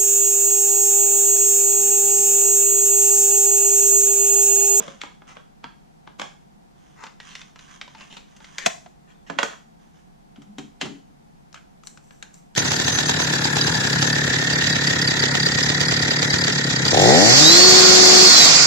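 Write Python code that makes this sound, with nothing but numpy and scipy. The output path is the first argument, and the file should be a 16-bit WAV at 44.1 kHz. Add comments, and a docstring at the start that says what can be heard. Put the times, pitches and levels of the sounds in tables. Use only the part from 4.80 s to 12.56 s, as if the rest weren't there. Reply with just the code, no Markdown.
"""A wooden desk in a small room with a low fan-like hum and faint hiss, heard by a stereo microphone pair.
A cassette in its plastic case is picked up, opened and emptied; the lid snaps shut and the case is put down.
A tape deck's eject key is pressed, its door springs open, and the cassette ticks in the hand on its way in.
Contacts are filtered noise cracks with ringing modes, rubbing is a rain of tiny slips, the air is shaped noise;
the handling sounds each get a diffuse room tail, set by its level against the direct sound."""
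import sys
import numpy as np
from scipy import signal
from scipy.fft import rfft, irfft, next_fast_len
from scipy.io import wavfile
from scipy.ndimage import uniform_filter1d, map_coordinates

SR = 44100
rng = np.random.default_rng(int(sys.argv[2]) if len(sys.argv) > 2 else 0)


def persist_wave(psi):
    """Save psi, clipped to +-1, as 16-bit WAV."""
    counts = np.round(np.clip(psi, -1, 1) * 32767).astype(np.int16)
    wavfile.write(sys.argv[1], SR, np.atleast_2d(counts).T)


N = 342216
T = np.arange(SR // 2) / SR  # time within one contact [s]


def amp(db):
    """Decibels to gain."""
    return 10 ** (np.asarray(db) / 20)


def unit(x):
    """Scale to rms 1."""
    return x / np.sqrt(np.mean(x ** 2) + 1e-20)


def crest(x, size=176):
    """The highest short-time rms of a stereo sound, over about 4 ms."""
    power = uniform_filter1d(np.mean(x ** 2, 0), size, mode="constant")
    return np.sqrt(power.max() + 1e-20)


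def along(points, hz):
    """Read (frequency [Hz], value) points on a log frequency axis."""
    f, v = np.transpose(points)
    return np.interp(np.log(hz + 1), np.log(f + 1), v)


def wobble(rate):
    """A smooth random curve, rate knots a second."""
    knots = rng.standard_normal(int(N * rate / SR) + 4)
    return map_coordinates(knots, [np.arange(N) * rate / SR])


def filtered(x, response):
    """Multiply the spectrum of x by a response of frequency."""
    n = x.shape[-1]
    m = next_fast_len(n + SR // 4, True)
    spectrum = rfft(x, m) * response(np.fft.rfftfreq(m, 1 / SR))
    return irfft(spectrum, m)[..., :n]


def coloured(x, spectrum, size=1024):
    """Causal (minimum-phase) colouring, so that attacks stay sharp."""
    gain = amp(along(spectrum, np.fft.rfftfreq(size, 1 / SR)))
    cepstrum = irfft(np.log(gain))
    fold = np.r_[1, np.full(size // 2 - 1, 2), np.zeros(size // 2)]
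    impulse = irfft(np.exp(rfft(cepstrum * fold)))
    return signal.fftconvolve(x, impulse[None], axes=1)[:, :x.shape[1]]


def widen(pair, width):
    """Use two signals as the middle and side of a stereo one."""
    middle, side = pair[0], width * pair[1]
    return np.array([middle + side, middle - side])


def add(track, s, sound):
    """Mix a sound into the track at time s [s]."""
    start = round(s * SR)
    sound = sound[:, max(-start, 0):]
    part = track[:, max(start, 0):][:, :sound.shape[1]]
    part += sound[:, :part.shape[1]]


# Decay of the small room: (frequency [Hz], time to fall 60 dB [s])
ROOM_DECAY = [(150, 0.31), (3000, 0.35), (7000, 0.41), (14000, 0.42)]


def in_room(x, room_db):
    """A sound with its own diffuse decaying-noise tail; room_db sets the tail against the direct sound."""
    hz, t, z = signal.stft(rng.standard_normal((2, len(T))), SR, nperseg=256)
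    decay = amp(-60 * t / along(ROOM_DECAY, hz)[:, None])
    tail = signal.istft(z * decay, SR, nperseg=256)[1][:, :len(T)]
    tail = tail * (1 - np.exp(-T / 0.0037))
    tail /= np.linalg.norm(tail[0])
    return x + amp(room_db) * signal.fftconvolve(x, tail, axes=1)[:, :x.shape[1]]


# Hum of the room air: (frequency [Hz], relative level per Hz [dB])
HUM_SPECTRUM = [(12, -36), (20, -8), (53, -13), (124, -21.5), (141, -7.5), (215, -8.5), (252, -15.5),
                (409, -20), (575, -24), (600, -38.5), (780, -78), (1320, -120)]
# Faint hiss of the room: (frequency [Hz], relative level per Hz [dB])
HISS_SPECTRUM = [(290, -38), (500, -3), (569, -5.5), (726, 5), (1100, -7.5), (2930, -18.5), (6550, -22),
                 (13800, -32), (15500, -50)]
# How alike the air is at the two microphones: (frequency [Hz], left-right correlation [-1 to 1])
AIR_LIKENESS = [(60, -0.3), (180, -0.13), (550, -0.9), (5000, 0.01)]


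def air(spectrum):
    """Steady stereo noise of rms 1; mixing middle and side by an angle sets the left-right correlation."""
    def response(hz):
        turn = np.arccos(np.clip(along(AIR_LIKENESS, hz), -1, 1)) / 2
        return amp(along(spectrum, hz)) * [np.cos(turn), np.sin(turn)]

    return unit(widen(filtered(rng.standard_normal((2, N)), response), 1))


def background():
    """A low fan-like hum and a faint hiss fill the room as steady noise."""
    return amp(-52.5) * air(HUM_SPECTRUM) + amp(-57) * air(HISS_SPECTRUM)


def rasp(spectrum, t60, size, per_s=2200):
    """Tiny slips of uneven size each ring the thin plastic for a moment."""
    happens = rng.random(size) < per_s / SR
    slips = happens * amp(4.5 * rng.standard_normal(size))
    grain = widen(rng.standard_normal((2, len(T))), 0.91) * amp(-60 * T / t60)
    rain = signal.fftconvolve(slips[None], grain, axes=1)[:, :size]
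    return unit(coloured(rain, spectrum))


def strokes(rows, attack_s, sag_db, release_s):
    """Gain per sample: each stroke takes hold, eases off by sag_db (negative: presses harder) and lets go."""
    gain = np.zeros(N)
    for s, length, db in rows:
        t = np.maximum(np.arange(N) / SR - s, 0)
        held = (1 - np.exp(-t / attack_s)) * amp(db - sag_db * np.minimum(t / length, 1))
        gain += held * np.exp(-np.maximum(t - length, 0) / release_s)
    return gain


# The case squeaks against a finger: (time [s], length [s], nominal starting pitch [Hz])
SQUEAKS = [(4.278, 0.058, 3380), (4.336, 0.1, 3650)]
SQUEAK_SAG_HZ_PER_S = 2600


def squeak():
    """The case slips faintly against a finger in broken squeaks that sink as the slip slows."""
    track = np.zeros((2, N))
    for s, length, hz in SQUEAKS:
        pitch_hz = hz - SQUEAK_SAG_HZ_PER_S * T + 40 * wobble(500)[:len(T)]
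        glide = np.sin(2 * np.pi * np.cumsum(pitch_hz) / SR) * wobble(76.3)[:len(T)]
        swell = np.sin(np.pi * np.minimum(T / length, 1))
        add(track, s, amp(-63.5) * swell * glide[None])
    return track


# Colour of plastic cracks and scrapes: (frequency [Hz], relative level per Hz [dB])
CRACK_SPECTRUM = [(70, -14.5), (180, 5), (330, 0), (600, -4.5), (2700, -1), (4700, -7), (6200, -5),
                  (7400, -6.5), (8700, -22), (15500, -37)]
# Colour of rubbing along the case: (frequency [Hz], relative level per Hz [dB])
RUB_SPECTRUM = [(530, -38.5), (900, -9), (1030, 1), (1770, -1), (2510, -7), (3340, 1), (4600, -9),
                (6500, -4.5), (15500, -49)]
# Colour of skin on the bare shell: (frequency [Hz], relative level per Hz [dB])
SKIN_SPECTRUM = [(700, -9), (4500, -11), (7200, -2), (8800, -17.5), (15000, -24)]
# Fingers and cassette rub along the case: (time [s], length [s], level [dB])
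RUBS = [(0, .1, -38.5), (0.47, .08, -49), (1.95, .3, -59.5), (2.39, .26, -49), (2.78, .18, -46.5),
        (3.09, .29, -52), (3.47, 0.2, -59), (3.6, 0.3, -52.5), (4.995, 0.042, -53.5), (5.13, .09, -61)]
# Skin brushes the bare shell: (time [s], length [s], level [dB])
BRUSHES = [(7.04, 0.036, -51.5), (7.22, 0.18, -61.5), (7.53, 0.057, -55.5)]
# Plastic scrapes on plastic, card and desk: (time [s], length [s], level [dB], panel resonance [Hz])
SCRAPES = [(0, 0.084, -47.5, 620), (0.467, 0.077, -46.5, 1100), (2.161, 0.14, -45, 1060),
           (2.481, 0.066, -46, 3300), (2.869, 0.061, -53, 1370), (3.01, 0.056, -53, 1970),
           (3.162, .09, -46, 2390), (3.297, 0.06, -43.5, 3080), (3.363, 0.023, -40, 3300),
           (3.769, 0.16, -37.5, 1790), (4.269, .07, -56.5, 1400), (4.463, 0.037, -48, 1734),
           (6.746, 0.046, -46, 1350)]
# Hiss over the panel's resonance: its level at SCRAPE_HZ, and its rise on stiffer spots
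SCRAPE_HZ, HISS_DB, HISS_DB_PER_OCTAVE = 2000, -1.5, 4
CATCHES_PER_S = 45


def sliding():
    """Broad rubbing under uneven pressure, and scrapes that each excite one resonance of the touched panel."""
    # edges catch now and then
    catches = amp(-8.5) * rasp(RUB_SPECTRUM, t60=0.018, size=N, per_s=CATCHES_PER_S)
    rubbing = rasp(RUB_SPECTRUM, t60=0.0042, size=N) + catches
    rubbing = rubbing * strokes(RUBS, attack_s=0.02, sag_db=7.5, release_s=0.04)
    brushing = rasp(SKIN_SPECTRUM, t60=0.0064, size=N)
    brushing = brushing * strokes(BRUSHES, attack_s=0.008, sag_db=0.5, release_s=0.017)
    uneven = amp(3 * wobble(25))
    track = (rubbing + brushing) * uneven + squeak()
    for s, length, db, hz in SCRAPES:
        stroke = rasp(CRACK_SPECTRUM, t60=0.018, size=len(T))
        panel = signal.lfilter(*signal.iirpeak(hz, 3, SR), stroke)
        pressure = np.abs(np.sin(np.pi * np.minimum(T / length, 1))) ** 0.75
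        hiss = amp(HISS_DB + HISS_DB_PER_OCTAVE * np.log2(hz / SCRAPE_HZ))
        add(track, s, amp(db) * pressure * unit(unit(panel) + hiss * stroke))
    return in_room(track, room_db=-4)


def ring(modes, cycles, width):
    """Modes that fall 60 dB in a number of cycles, each reaching the two microphones at its own phase."""
    hz, db = np.transpose(modes)[:, :, None]
    strength, phase, skew = rng.standard_normal((3, len(modes), 1))
    fade = amp(db + 2 * strength - 60 * T * hz / cycles) * (1 - np.exp(-T / 0.0004))
    channels = []
    for side in (1, -1):
        wave = np.sin(2 * np.pi * (hz * T + phase) + side * width * skew)
        channels.append((fade * wave).sum(0))
    return np.array(channels)


# Upper bands of a contact, body, snap and edge: (low edge [Hz], high edge [Hz])
UPPER_BANDS = [(500, 1500), (1500, 5000), (5000, 15800)]
LEAD = 0.015  # room for the lead-in swell [s]
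# A stiff spot rings high and moves little of the panel; a gentle contact sounds duller
SOFT_SPOT_HZ = 1000  # spots below this move the whole panel
BODY_DB_PER_OCTAVE, THUMP_DB_PER_OCTAVE = 8, 10.5  # loss of middle and of bass as the spot's resonance rises
DULLING = 0.27  # dB of weight gained for each dB below the object's hardest contact


def contacts(rows, modes, lowest_hz, body_db, thump_db, crack_t60, room_db, ring_db, spot_db, cycles, width,
             rise, swell_db, pan_db):
    """Each contact is a brief swell of noise, a plastic crack and ringing modes; spot and force set its weight."""
    track = np.zeros((2, N))
    edges = [(lowest_hz, 500), *UPPER_BANDS]
    bands = [signal.butter(3, band, "band", fs=SR, output="sos") for band in edges]
    hardest_db = max(row[1] for row in rows)
    before, after = np.maximum(LEAD - T, 0), np.maximum(T - LEAD, 0)
    # a faint noise swells briefly before each contact and fades after it
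    swell = amp(swell_db) * np.exp(-(before + after) / 0.0042)
    burst = swell + amp(-60 * after / crack_t60) * (1 - np.exp(-after / rise))
    for s, db, spot_hz, edge_db in rows:
        noise = widen(rng.standard_normal((2, len(T))), width)
        crack = coloured(burst * noise, CRACK_SPECTRUM)
        # the struck spot adds its own resonance to those of the whole object
        tone = ring([*modes, (spot_hz, spot_db)], cycles, width)
        tone = np.pad(tone, ((0, 0), (round(LEAD * SR), 0)))[:, :len(T)]
        blow = crack / crest(crack) + amp(ring_db) * tone / crest(tone)
        parts = [signal.sosfilt(band, blow) for band in bands]
        stiffness = np.log2(spot_hz / SOFT_SPOT_HZ)
        dull = DULLING * (hardest_db - db)
        thump = thump_db + dull - THUMP_DB_PER_OCTAVE * stiffness
        body = body_db + dull - BODY_DB_PER_OCTAVE * max(stiffness, 0)
        # neighbouring bands alternate in sign, so that they add where they overlap
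        gains = amp([thump, body, 0, edge_db]) * [1, -1, 1, -1]
        blow = amp(db) * sum(g * part / crest(part) for g, part in zip(gains, parts))
        # only the direct sound leans to one side (positive: left)
        lean = (amp([[pan_db / 2], [-pan_db / 2]]) - 1) * blow
        add(track, s - LEAD, in_room(blow, room_db) + lean)
    return track


# Eject key, latch and released door:
# (time [s], snap level at 1.5-5 kHz [dB], struck spot's resonance [Hz], edge level over the snap [dB])
EJECT = [(5.5594, -53, 3670, -17), (5.618, -54, 3500, -3.5), (5.783, -36.5, 2820, -6),
         (6.012, -23, 3250, -11), (6.055, -49.5, 744, 3)]
# Modes of the latch: (frequency [Hz], relative level [dB])
LATCH_MODES = [(759, 1), (1660, -55), (2140, -4), (3000, 12), (3250, 16), (3780, 10.5)]
# Dull knocks of the hollow chassis, from the desk and the door mechanism: (time [s], relative level [dB])
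THUDS = [(4.503, -32), (4.565, -35), (5.581, -32.5), (5.784, -25.5), (5.83, -38), (6.023, -23),
         (6.048, -25.5), (6.094, -30), (6.297, -47), (7.752, -31.5)]
# Modes of the chassis: (frequency [Hz], relative level [dB])
CHASSIS_MODES = [(150, -8.5), (203, -3.5), (232, -7), (280, 2.5), (384, -4.5)]
# The eject key drags in its guide: (time [s], length [s], level [dB])
KEY_DRAG = [(5.655, 0.133, -46.5)]


def deck():
    """The key drags and clicks, the latch lets go, and the falling door shakes the hollow chassis."""
    track = contacts(EJECT, LATCH_MODES, lowest_hz=60.6, body_db=4.5, thump_db=4.5, crack_t60=0.074,
                     room_db=-4, ring_db=-3.5, spot_db=-2, cycles=74, width=0.56, rise=0.00061,
                     swell_db=-18, pan_db=1.5)
    to_left = amp([[2], [-2]])
    for s, db in THUDS:
        knock = ring(CHASSIS_MODES, cycles=31, width=0.33) * (1 - np.exp(-T / 0.0012))
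        knock = amp(db - 6.5) * knock / crest(knock)
        add(track, s, in_room(knock, room_db=1.5) * to_left)
    pitch_hz = 203 * (1 + 0.06 * wobble(90))
    groan = np.sin(2 * np.pi * np.cumsum(pitch_hz) / SR) * amp(2.9 * wobble(50))
    # the key presses harder along its stroke
    drag = strokes(KEY_DRAG, attack_s=0.014, sag_db=-4, release_s=0.015)
    return track + drag * groan * to_left


# The bare cassette ticks in the fingers and meets the door:
# (time [s], snap level at 1.5-5 kHz [dB], struck spot's resonance [Hz], edge level over the snap [dB])
SHELL = [(6.728, -53, 5500, 4), (6.7433, -41, 1266, -5), (7.035, -51.5, 1270, -2.5),
         (7.0712, -44.5, 7540, 10.5), (7.1737, -47.5, 1520, -5), (7.3074, -47, 1630, -29),
         (7.4257, -34, 1610, -6), (7.5424, -62, 7260, 16), (7.751, -35.5, 3360, -1.5)]
# Modes of the cassette: (frequency [Hz], relative level [dB])
CASSETTE_MODES = [(1280, -4), (1620, 4.5), (2380, -12), (4080, 9.5), (5910, -14)]


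def cassette():
    """Light ticks of the shell and its loose hubs, as short cracks with quickly dying modes."""
    return contacts(SHELL, CASSETTE_MODES, lowest_hz=150, body_db=0, thump_db=-21.5, crack_t60=0.036,
                    room_db=-6.5, ring_db=0.5, spot_db=17, cycles=24, width=1.0, rise=0.00012,
                    swell_db=-23, pan_db=6.0)


# The four contact tables of the case share these columns:
# (time [s], snap level at 1.5-5 kHz [dB], struck spot's resonance [Hz], edge level over the snap [dB])
# The case knocks about as it is picked up
PICKUP = [(0.002, -39.5, 460, -2), (0.0803, -40, 552, -9.5), (0.2155, -27.5, 3680, -13),
          (0.2355, -38, 800, -10), (0.42, -55, 820, -22), (0.5687, -43.5, 1080, -24),
          (0.8416, -36, 940, -16.5), (1.2746, -45.5, 850, -21), (1.3965, -30.5, 1130, -7),
          (1.4163, -29, 1117, -8)]
# Lid and cassette click in the hands
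HANDLING = [(2.2374, -39, 908, -7.5), (2.266, -42.5, 1510, -11), (2.4012, -38, 1890, -14),
            (2.5522, -33, 3350, -10), (2.6146, -39, 3650, -10.5), (2.7583, -47.5, 1320, -10),
            (2.7912, -44, 3980, -9), (3.013, -30.5, 2250, -18), (3.078, -47, 980, -14),
            (3.1488, -45.5, 888, -28), (3.2092, -46.5, 1047, -7), (3.368, -48, 933, -9),
            (3.5645, -54, 3308, 1), (3.6033, -53, 907, -11), (3.6437, -42.5, 3220, -14),
            (3.7828, -25.5, 2310, -5)]
# The lid snaps shut and the closed box is tapped
SNAP = [(3.8612, -16, 687, -2), (4.0608, -50, 646, -13)]
# The case lands on the desk
LANDING = [(4.4985, -35, 528, -11), (4.5866, -18, 1326, -14.5), (4.6298, -23.5, 673, -4),
           (4.7327, -49.5, 1340, -25.5)]
# Modes of the case picked up, open, shut and on the desk: (frequency [Hz], relative level [dB])
LOOSE_CASE_MODES = [(985, -9.5), (1250, -2.5), (1630, 4.5), (2220, 9), (3330, 17)]
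OPEN_CASE_MODES = [(1530, -5), (2100, -6), (2850, -15.5), (3540, -2), (4800, -4.5), (5680, 1.5)]
SHUT_CASE_MODES = [(665, -1.5), (725, -1), (1540, -6), (1980, -1.5), (2500, -0.5), (3450, 1), (5690, 0),
                   (6260, 7)]
CASE_ON_DESK_MODES = [(457, -11), (560, -9), (680, -12), (1030, -10), (1520, 0.5), (1730, 2), (1940, 2.5),
                      (2260, 3.5), (2790, 5), (3240, 6.5)]


def case():
    """The case is picked up, opened, emptied, snapped shut and laid down, with other modes in each state."""
    lifted = contacts(PICKUP, LOOSE_CASE_MODES, lowest_hz=136, body_db=1, thump_db=-8, crack_t60=0.024,
                      room_db=-3.0, ring_db=-0.6, spot_db=1.0, cycles=32, width=0.71, rise=0.000095,
                      swell_db=-7.5, pan_db=1.0)
    opened = contacts(HANDLING, OPEN_CASE_MODES, lowest_hz=130, body_db=-3.5, thump_db=-20.5, crack_t60=0.048,
                      room_db=-4.5, ring_db=-4.5, spot_db=0.0, cycles=60, width=0.15, rise=0.000093,
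                      swell_db=-21, pan_db=0.5)
    shut = contacts(SNAP, SHUT_CASE_MODES, lowest_hz=90, body_db=-1.5, thump_db=-17.5, crack_t60=0.045,
                    room_db=-10.0, ring_db=0.5, spot_db=-6.5, cycles=37, width=0.6, rise=0.0016,
                    swell_db=-17.5, pan_db=0.5)
    laid = contacts(LANDING, CASE_ON_DESK_MODES, lowest_hz=169, body_db=2, thump_db=-15.5, crack_t60=0.041,
                    room_db=-3.5, ring_db=0.5, spot_db=-11.5, cycles=41.3, width=0.78, rise=0.0011,
                    swell_db=-22, pan_db=-7.0)
    return lifted + opened + shut + laid


# The microphone pair's relative side gain: (frequency [Hz], level [dB])
SIDE_GAIN = [(250, -2.5), (650, 6), (2000, -2.5), (5000, -6.5), (9000, 4.5)]
# The microphone pair's balance, left over right: (frequency [Hz], level [dB])
LEFT_BALANCE = [(250, -1.5), (500, 3.5), (1000, -3), (2000, -0.7), (4500, 1.5)]


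def scene():
    """All that is heard at the desk; the microphone pair is widest in the low middle, brighter on the left."""
    left, right = case() + cassette() + sliding() + deck()
    side = filtered(left - right, lambda hz: amp(along(SIDE_GAIN, hz)))
    pair = widen([left + right, side], 0.95) / 2
    balanced = filtered(pair, lambda hz: amp(along(LEFT_BALANCE, hz) * [[0.5], [-0.5]]))
    return balanced + background()


TOP_HZ = 15500


def record(dry):
    """Almost nothing is heard above the band limit: a very steep low-pass."""
    return filtered(dry, lambda hz: 1 / (1 + (hz / TOP_HZ) ** 100))


dry = scene()
out = record(dry)
persist_wave(out)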